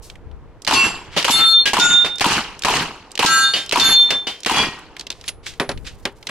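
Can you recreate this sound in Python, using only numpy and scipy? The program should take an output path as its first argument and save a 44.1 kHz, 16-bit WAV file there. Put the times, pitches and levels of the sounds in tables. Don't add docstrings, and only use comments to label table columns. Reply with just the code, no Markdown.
import sys
import numpy as np
from scipy import signal
from scipy.fft import rfft, irfft
from scipy.io import wavfile
from scipy.ndimage import uniform_filter1d, minimum_filter1d

SR = 44100
rng = np.random.default_rng(int(sys.argv[2]) if len(sys.argv) > 2 else 0)


def waveform_to_disk(signal):
    frames = np.transpose(np.atleast_2d(signal))
    scaled = np.clip(frames, -1, 1) * 32767
    samples = np.round(scaled).astype(np.int16)
    wavfile.write(sys.argv[1], SR, samples)


def boost(x):
    u = np.asarray(x, float) / 20
    return 10 ** u


N = 277817

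# (frequency [Hz], relative density [dB])
HUSH_COLOUR = [(59, -20), (100, -17), (260, -19), (283, -14.5), (335, -15.5), (461, -12.5), (502, -15),
               (547, -19), (950, -21), (1130, -23.5), (16000, -62)]
HUSH_DB = -50
# (time [s], level [dB])
GUSTS = [(0.0, -40.5), (.5, -39.5), (.62, -49), (1.15, -40.5), (1.5, -53), (2.0, -46), (2.3, -53),
         (2.75, -43), (3.0, -53), (4.3, -56.5), (4.9, -51), (5.6, -44), (5.78, -32), (5.95, -42.5),
         (6.3, -50)]
# (frequency [Hz], left-right likeness [0 to 1])
LIKENESS = [(300, 0.99), (1000, 0.94), (1700, 0.83), (2800, 0.67), (3800, 0.17), (6000, 0.12),
            (12000, 0.33)]
LEFT_LAG_S = 25e-6

# (time [s], level [dB], centre [Hz], rise [s], t60 [s])
SCRAPES = [(.02, -33, 5750, .03, 0.24), (1.109, -27, 2310, 0.066, 0.82), (4.98, -38, 3540, 0.017, 0.18),
           (5.101, -45.5, 3200, 0.047, 0.87), (5.19, -49, 5000, 0.059, 0.26),
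           (5.248, -31, 3500, 0.031, 0.19), (5.28, -12, 4550, 0.0046, 0.047),
           (5.428, -38.5, 3000, 0.023, 0.33), (5.459, -25.5, 3300, 0.0057, 0.21),
           (5.845, -36, 2900, 0.0073, 0.3), (5.865, -26.5, 2900, 0.0034, .12),
           (6.022, -47.5, 5030, 0.015, 0.13), (6.16, -44, 5010, 0.018, 0.096),
           (6.261, -37, 3470, 0.024, 0.13)]
# (time [s], level [dB], centre [Hz])
CLICKS = [(.099, -20.5, 3100), (.155, -30.5, 2200), (.313, -40, 2420), (1.2263, -7.5, 3300),
          (2.646, -40, 2500), (2.962, -43, 2700), (3.1073, -32, 3000), (4.79, -33, 6900),
          (4.9659, -18, 2480), (4.9951, -15, 4260), (5.009, -15.5, 3600), (5.0675, -16, 3550),
          (5.1025, -8.5, 3620), (5.1156, -20, 3680), (5.125, -22, 3190), (5.2115, -25, 3580),
          (5.24, -22, 2250), (5.2788, -11.5, 3530), (5.2894, -11.5, 2900), (5.465, -15, 2560),
          (5.537, -26.5, 2600), (5.775, -24.5, 2730), (6.1589, -48, 5300), (6.227, -25, 2900),
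          (6.2695, -8.5, 3470)]
CLICK_T60_S, CLICK_THUD_DB, CLICK_PAN_DB = 0.021, -23, -1.5
# (level [dB], centre [Hz], t60 [s], left minus right [dB])
LOCK = [(-21.5, 5600, 0.018, -4), (-12, 3940, 0.017, -4), (-7.5, 2940, 0.017, 1)]
# (first tick [s], second tick [s], third tick [s], level added to LOCK [dB])
PULLS = [(0.6193, 0.6482, .667, -1), (2.156, 2.183, 2.1964, 0), (2.592, 2.621, 2.6356, 1.5),
         (3.1164, 3.1536, 3.1759, 0), (3.661, 3.693, 3.7115, 1), (4.4039, 4.4328, 4.4474, -3)]

# (time [s], level [dB])
SHOTS = [(0.675, -8), (1.245, -8), (1.733, -8), (2.208, -9.5), (2.648, -11), (3.192, -9.5), (3.723, -6),
         (4.461, -10)]
# (delay [s], level [dB], centre [Hz], t60 [s])
RETURNS = [(0, 5, 3900, 0.014), (.004, 10.5, 450, 0.027), (0.017, -14, 2820, 0.082),
           (0.034, 10.5, 2850, 0.031), (.035, 12.5, 1010, 0.048), (0.048, 10, 2900, 0.017),
           (0.05, 8.5, 910, 0.018), (0.076, -4, 930, 0.072), (.055, 5, 290, 0.056), (.1, -6.5, 400, 0.025),
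           (.1, -10.5, 150, 0.11), (.16, -16, 216, 0.19), (0.121, -3, 6500, 0.014),
           (0.171, -8, 1500, 0.064)]
# (delay [s], level [dB], frequency [Hz], t60 [s])
BOOMS = [(.035, 13, 974, 0.054), (.052, 14.5, 955, 0.026), (.061, 6.5, 900, .04), (.095, 3.5, 917, 0.021)]
# (delay [s], level relative to the shot [dB])
ROLL = [(0, 3.5), (.03, -6.5), (.05, -4.5), (.1, -7.5), (.18, -13.5), (.26, -25), (.39, -35.5), (.6, -45.5)]
# (frequency [Hz], relative density [dB])
ROLL_COLOUR = [(29, -44), (50, -11), (123, -4), (273, -1), (339, -0.5), (443, 5), (525, -20.5), (852, 2),
               (1150, -1), (1420, -3), (1900, -5.5), (2500, -4), (2930, -1), (3550, -11), (4200, -7.5),
               (5380, -12.5), (11700, -31), (15200, -69), (16400, -88)]
ROLL_TILT_DB, ROLL_DULLS_DB_PER_S = 3.5, 11

# (frequency [Hz], level [dB])
PLATES = [
    [(1087, -43), (1453, -56), (2239, -42.5), (2412, -44), (2692, -23.5), (2815, -35), (3354, -40),
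     (4404, -41), (4780, -38), (6008, -48.5), (7515, -43.5), (10756, -48.5)],
    [(1324, -24), (1577, -39), (2126, -45), (2815, -40), (3591, -15), (4301, -33), (4538, -52), (4689, -69),
     (6686, -56), (7381, -54.5), (7763, -58.5), (8608, -67.5), (9205, -64), (9388, -59), (10078, -52),
     (10750, -56), (11073, -59), (11483, -55)],
    [(1432, -19), (2417, -37), (2670, -33), (2805, -38), (3079, -53), (3623, -4.5), (4710, -56),
     (5486, -44), (6783, -29), (7434, -35), (7704, -50), (9313, -36), (9394, -50), (10024, -59.5),
     (10368, -62), (11009, -48)],
    [(1330, -14), (1593, -13), (1960, -31), (2422, -46.5), (2859, -36), (3628, -34), (4226, -39.5),
     (4355, -31.5), (4549, -53), (4818, -48), (5679, -49.5), (6223, -49), (6525, -50), (6735, -39.5),
     (7445, -42), (9297, -43.5), (10104, -55), (10982, -60), (11208, -51), (11644, -52)],
    [(1324, -33), (1567, -28.5), (2853, -57), (3144, -43), (3569, -11.5), (4280, -30), (4457, -38),
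     (6029, -48), (6708, -37.5), (7230, -51), (7607, -53), (9243, -55), (9814, -60), (10110, -63),
     (11052, -41), (11483, -46)],
    [(1044, -44), (1890, -41), (2406, -40), (2514, -80), (3085, -48), (3354, -30), (4646, -44), (4818, -53),
     (5997, -57), (8629, -58)],
]
GROUP_TOPS_HZ = [2050, 3300, 3900, 5600]
# (strike [s], splash level [dB], time of level change [s], level change [dB], silent from [s])
FALLS = [(0.7357, 4, 1.163, -20, 2), (1.3062, 8.5, 1.65, -9, 1.658), (1.7967, 4.5, 1.89, -4.5, 2.226),
         (3.2594, 9, 3.52, -3.5, 3.7), (3.7969, 5.5, 4.105, -1.5, 4.39), (4.5204, -30, 3.7, 0.5, 4.88)]
# (level [dB],
# strongest lobe after strike [s], time between lobes [s], fade [dB/s], left minus right [dB])
BEAMS = [
    [(-16.5, 0.058, 0.19, 177, 9.5), (-6, .08, 0.16, 208, -2), (-27, 0.054, 0.38, 114.5, 8.5),
     (-15, 0.037, 0.17, 152, -2), (-24, 0.079, 1, 127, 0)],
    [(-16.5, 0.15, 0.34, 101, 2), (-21.5, 0.089, 0.4, 149.5, 9), (-4.5, 0.15, 0.122, 2, 0.5),
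     (-10.5, 0.19, 0.14, 8, 5.5), (-12, 0.01, 0.18, 88, 2.5)],
    [(-8, 0.084, 0.44, 93.5, 7.5), (-27, 0.097, 0.27, 142, 9), (-2, 0.18, 0.2, 110.5, -5),
     (-24, 0.046, .16, 247.5, -4.5), (-17, 0.12, 0.36, 146, 7.5)],
    [(-5, 0.11, 0.37, 102, 1), (-17, 0.076, 0.41, 88, 2), (-15.5, 0.2, 0.13, 60, -2),
     (-12.5, 0.12, 0.55, 72, 2), (-14.5, 0.11, 0.24, 83, 0.5)],
    [(-17.5, 0.075, 0.3, 200, 0), (-33, .08, 0.25, 99, 11), (-4, 0.2, 0.17, 87, 0.5),
     (-10, .18, 0.14, 154, -1.5), (-20, 0.094, .4, 92, -3.5)],
    [(-32, 0.12, 0.99, 105, 4), (-26, 0.1, 0.77, 198, 1.5), (-19, 0.083, 0.23, 195, 0),
     (-31.5, 0.096, 0.36, 202, 8), (-42, 0.089, 0.41, 200, -10)],
]
GAP_FILL, EARLY_FADE_SHARE = 0.35, 0.13
PORT_SKEW_S = 0.0063
SPLASH_HZ, SPLASH_T60_S, SPLASH_THUD_DB = 3770, 0.11, -26

# (time [s], level [dB], t60 [s], thud relative level [dB])
SLAMS = [(1.1636, -14, 0.22, -0.5), (1.173, -9, 0.22, -35), (1.6554, -7, 0.17, -14),
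         (1.674, -11.5, 0.17, -11), (2.0456, -17.5, 0.19, -1.5), (2.059, -18, 0.14, -10.5),
         (3.5348, -16.5, 0.34, -8), (3.56, -17, 0.24, -12.5), (4.1046, -1.5, 0.068, -10.5),
         (4.1198, -18, 0.2, -0.5), (4.2688, -17, 0.21, -6.5), (4.287, -28.5, 0.4, -16)]
SLAM_HZ = 2900
# (time [s], level [dB], frequency it excites most [Hz])
CLANKS = [(1.172, -17, 3600), (1.658, -6.5, 2120), (3.537, -7, 3350), (4.105, -17, 1960),
          (4.269, -15, 3080)]
# (frequency [Hz], relative level [dB], t60 [s])
RACK = [(1640, -6, 0.25), (2913, -3, 0.13), (3150, -12, 0.39), (4620, -6, 0.1), (4600, -7.5, .2),
        (5400, -20, 1)]

# (time [s], level [dB])
FRAME_KNOCKS = [(5.26, -58), (5.28, -44), (5.601, -37), (5.687, -49), (6.053, -62.5)]
FRAME_HZ, FRAME_T60_S = 10070, 0.34
RUSTLE_FROM_S, RUSTLE_DB, RUSTLE_HZ, RUSTLE_PER_S = 5.5, -63, 5900, 300
# (time [s], level [dB], centre [Hz], thud relative level [dB])
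KNOCKS = [(5.598, 9, 2420, -6.5), (5.691, -11, 3240, -4), (5.715, -20.5, 3260, -16), (6.053, -3, 2600, -14),
          (6.073, -26, 2150, -8), (6.289, -17, 2100, -23), (6.2934, -14, 2130, -10.5)]
KNOCK_T60_S = 0.026
# (frequency [Hz], relative level [dB], t60 [s])
TABLE = [(250, -3.5, 0.15), (400, -2, 0.15), (560, 0.5, 0.11), (815, -10, .07), (1250, -5, .05),
         (2200, -3, 0.057), (2600, -8.5, 0.081), (2940, -16, .06), (3600, -13, 0.041)]
TABLE_DB = -10.5

SIDE = np.array([[1], [-1]])


def evened(x):
    return x / np.sqrt(np.mean(x ** 2) + 1e-20)


def read(points, hz):
    f, value = np.transpose(points)
    return np.interp(np.log(hz + 1), np.log(f + 1), value)


def add(mix, s, sound):
    part = mix[..., max(round(s * SR), 0):][..., :sound.shape[-1]]
    part += sound[..., :part.shape[-1]]


def filtered(x, gain):
    return irfft(rfft(x) * gain(np.fft.rfftfreq(x.shape[-1], 1 / SR)), x.shape[-1])


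def hump(f, hz, octaves):
    return np.exp(-(np.log2((f + 1) / hz) / octaves) ** 2)


def burst(db, hz, t60, octaves, skirt_db, rise=0.00089):
    noise = rng.standard_normal((2, 8192))
    t = np.arange(8192) / SR

    def colour(f):
        skirt = f / (f + hz) / (1 + (f / 10000) ** 4)
        return hump(f, hz, octaves) + boost(skirt_db) * skirt

    envelope = boost(db - 60 * t / max(t60, .005)) * (1 - np.exp(-t / rise))
    return envelope * evened(filtered(noise, colour))


def ring(hz, db, t60):
    t = np.arange(SR // 2) / SR
    envelope = boost(db - 60 * t / t60) * (1 - np.exp(-t / 0.00073))
    return envelope * np.sin(2 * np.pi * hz * (t - np.array([[LEFT_LAG_S], [0]])))


def knock(db, hz, t60, thud_db, thud_hz, thud_slower):
    crack = burst(db - 4.0, hz, t60, octaves=0.86, skirt_db=-12.5)
    thud = burst(db + thud_db - 2.5, thud_hz, t60 * thud_slower, octaves=2.28, skirt_db=-38.0, rise=0.00077)
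    return crack + thud


def ports(pair, direct):
    def same(f):
        return np.clip(direct + (1 - direct) * read(LIKENESS, f), 0, 1)

    mid = filtered(pair[0], lambda f: np.sqrt((1 + same(f)) / 2))
    apart = filtered(pair[1], lambda f: np.sqrt((1 - same(f)) / 2))
    left = filtered(mid + apart, lambda f: np.exp(-2j * np.pi * f * LEFT_LAG_S))
    return np.array([left, mid - apart])


def air():
    t = np.arange(N) / SR
    hush, wind, lumps = rng.standard_normal((3, 2, N))
    hush = evened(filtered(hush, lambda f: boost(read(HUSH_COLOUR, f))))
    lumps = evened(filtered(lumps, lambda f: 1 / (1 + (f / 12) ** 2)))
    shared = wind + .12 * wind[::-1]
    wind = filtered(shared, lambda f: f / (f + 15) / (1 + (f / 70) ** 2))
    wind = evened(evened(wind) * boost(4.4 * lumps))
    wind = wind * boost(np.interp(t, *np.transpose(GUSTS)))
    return wind + ports(boost(HUSH_DB) * hush, direct=0)


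def scrape(db, hz, rise, t60):
    return burst(db, hz, t60, octaves=1.26, skirt_db=-45, rise=rise)


def small_impacts():
    impacts = []  # (time [s], level [dB], centre [Hz], t60 [s], thud level [dB], left minus right [dB])
    for *times, pull_db in PULLS:
        for s, (db, hz, t60, pan_db) in zip(times, LOCK):
            impacts.append((s, db + pull_db, hz, t60, -28, pan_db))
    for s, db, hz in CLICKS:
        impacts.append((s, db, hz, CLICK_T60_S, CLICK_THUD_DB, CLICK_PAN_DB))
    for s, db, hz, thud_db in KNOCKS:
        impacts.append((s, db, hz, KNOCK_T60_S, thud_db, 0))
    return sorted(impacts)


def small_impact(db, hz, t60, thud_db):
    answer = burst(db - 25.0, hz, 5 * t60, octaves=0.71, skirt_db=-41.0, rise=0.0084)
    return knock(db, hz, t60, thud_db, thud_hz=400, thud_slower=4.2) + answer


def shot(db):
    hz, t = np.fft.rfftfreq(256, 1 / SR), np.arange(420) * 64 / SR
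    a, b, c, d, patches = rng.standard_normal((420, 129, 5)).T
    patches = evened(uniform_filter1d(uniform_filter1d(patches, 6, 0), 6, 1))
    crackle = rng.exponential(1, (420, 129)).T - 1
    crackle = evened(uniform_filter1d(crackle, 40, 0))
    pair = np.array([a + 1j * b, c + 1j * d]) * boost(read(ROLL_COLOUR, hz))[:, None]
    octaves_up = np.log2(hz / 1500 + 0.48)[:, None]
    tilt_db = octaves_up * (ROLL_TILT_DB - ROLL_DULLS_DB_PER_S * t)
    field_db = np.interp(t, *np.transpose(ROLL)) + tilt_db

    def noise(gain):
        return signal.istft(pair * gain, nperseg=256, noverlap=192)[1]

    out = noise(boost(field_db + 2.4 * patches + 1.44 * crackle)) / np.std(noise(0.96))
    for delay, return_db, centre_hz, t60 in RETURNS:
        add(out, delay, burst(return_db, centre_hz, t60, octaves=0.58, skirt_db=-19.0))
    for delay, boom_db, boom_hz, t60 in BOOMS:
        add(out, delay, ring(boom_hz, boom_db, t60))
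    return boost(db) * out


def splash(db):
    return knock(db, SPLASH_HZ, SPLASH_T60_S, SPLASH_THUD_DB, thud_hz=450, thud_slower=1.2)


def beam(t, db, facing, spacing, fade_db, pan_db):
    since = t - facing + SIDE * PORT_SKEW_S / 2
    lobes = np.cos(np.pi * since / spacing) + 1j * GAP_FILL
    faded_db = fade_db * np.maximum(since, -EARLY_FADE_SHARE * since)
    return lobes * boost(db + SIDE * pan_db / 2 - faded_db)


def plate(modes, beams, strike, change, change_db, silent):
    t = np.arange(0, silent - strike, 1 / SR)
    hz, level_db = np.transpose(modes)
    power = boost(level_db) ** 2
    group = np.searchsorted(GROUP_TOPS_HZ, hz)
    share = np.sqrt(2 * power / np.bincount(group, power)[group])
    gains = [beam(t, *row) for row in beams]
    out = np.zeros((2, len(t)))
    for f, g, a, (phase, rate, start, apart, weak) in zip(hz, group, share, rng.random((len(hz), 5))):
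        depth = min(0.8 * f / 5000, .95) * np.exp(-t / (.14 + .6 * (f / 7000) ** 3))
        cycles = (rate - .5) * 50 * t + start + SIDE * 0.29 * apart
        waver = 1 + depth * np.exp(2j * np.pi * cycles)
        turn = np.exp(2j * np.pi * (f * (t - SIDE * LEFT_LAG_S / 2) + phase))
        weak_db = -70 * weak * (1 - a ** 2 / 2) * (t - .1)
        out += a * boost(weak_db) * (gains[g] * waver * turn).real
    changed = np.clip((t + strike - change) / 0.02 + .5, 0, 1)
    onset = np.minimum(t / 0.0045, 1)
    last_fade = np.minimum(t[::-1] / 0.09, 1)
    return out * boost(change_db * changed) * onset * last_fade


def slam(db, t60, thud_db):
    return knock(db, SLAM_HZ, t60, thud_db, thud_hz=450, thud_slower=0.98)


def clank(db, most_hz):
    out = np.zeros((2, SR // 2))
    for hz, mode_db, t60 in RACK:
        out += ring(hz, db + mode_db - 22 * np.log2(hz / most_hz) ** 2, t60)
    return out


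def frame_neighbours(db):
    return burst(db + 16, FRAME_HZ, 0.1, octaves=0.052, skirt_db=-41, rise=0.0023)


def rustle():
    strength = boost(4.0 * np.minimum(rng.exponential(1, N), 4))
    grains = (rng.random(N) < RUSTLE_PER_S / SR) * strength
    decay = np.exp(-1 / (0.0046 * SR))
    swell = signal.lfilter([1], [1, -decay], grains) + 0.2
    noise = filtered(rng.standard_normal((2, N)), lambda f: hump(f, RUSTLE_HZ, 1.94))
    fade_in = np.clip((np.arange(N) / SR - RUSTLE_FROM_S) / 0.064, 0, 1)
    return boost(RUSTLE_DB) * evened(noise * swell) * fade_in


def table_top(db):
    out = np.zeros((2, SR // 2))
    for hz, mode_db, t60 in TABLE:
        out += ring(hz, db + TABLE_DB + mode_db, t60)
    return out


def scene():
    far, near, lean_db, rings = np.zeros((4, 2, N))
    for s, db, hz, rise, t60 in SCRAPES:
        add(near, s, scrape(db, hz, rise, t60))
    for s, db, hz, t60, thud_db, pan_db in small_impacts():
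        add(near, s, small_impact(db, hz, t60, thud_db))
        lean_db[:, round(s * SR) - 99:] = SIDE * pan_db / 2
    for s, db in SHOTS:
        add(far, s, shot(db))
    for modes, beams, (s, splash_db, *fall) in zip(PLATES, BEAMS, FALLS):
        add(far, s, splash(splash_db))
        add(rings, s, plate(modes, beams, s, *fall))
    for s, db, t60, thud_db in SLAMS:
        add(far, s, slam(db, t60, thud_db))
    for s, db, most_hz in CLANKS:
        add(rings, s, clank(db, most_hz))
    for s, db in FRAME_KNOCKS:
        add(rings, s, ring(FRAME_HZ, db, FRAME_T60_S))
        add(near, s, frame_neighbours(db))
    for s, db, _, thud_db in KNOCKS:
        add(rings, s, table_top(db + thud_db))
    far_heard = ports(far, direct=0.017)
    near_heard = ports(near + rustle(), direct=0.53) * boost(lean_db)
    return far_heard + near_heard + rings + air()


def roll_off(x):
    return signal.sosfilt(signal.butter(12, 16540, fs=SR, output="sos"), x)


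def record(dry):
    edge_hz, recovery_db_per_s, threshold_db = 15800, 148.0, -3.0
    heard = filtered(dry, lambda f: 1 / (1 + (f / edge_hz) ** 16))
    peak_db = 20 * np.log10(abs(heard).max(0) + 1e-9)
    fall_db = np.arange(N) * recovery_db_per_s / SR
    held_db = np.maximum.accumulate(peak_db + fall_db) - fall_db
    over_db = np.maximum(held_db - threshold_db, 0)
    ahead_db = -minimum_filter1d(-over_db, size=301)
    limited = heard * boost(-uniform_filter1d(ahead_db, size=301))
    return roll_off(limited)


dry = scene()
out = record(dry)
waveform_to_disk(out)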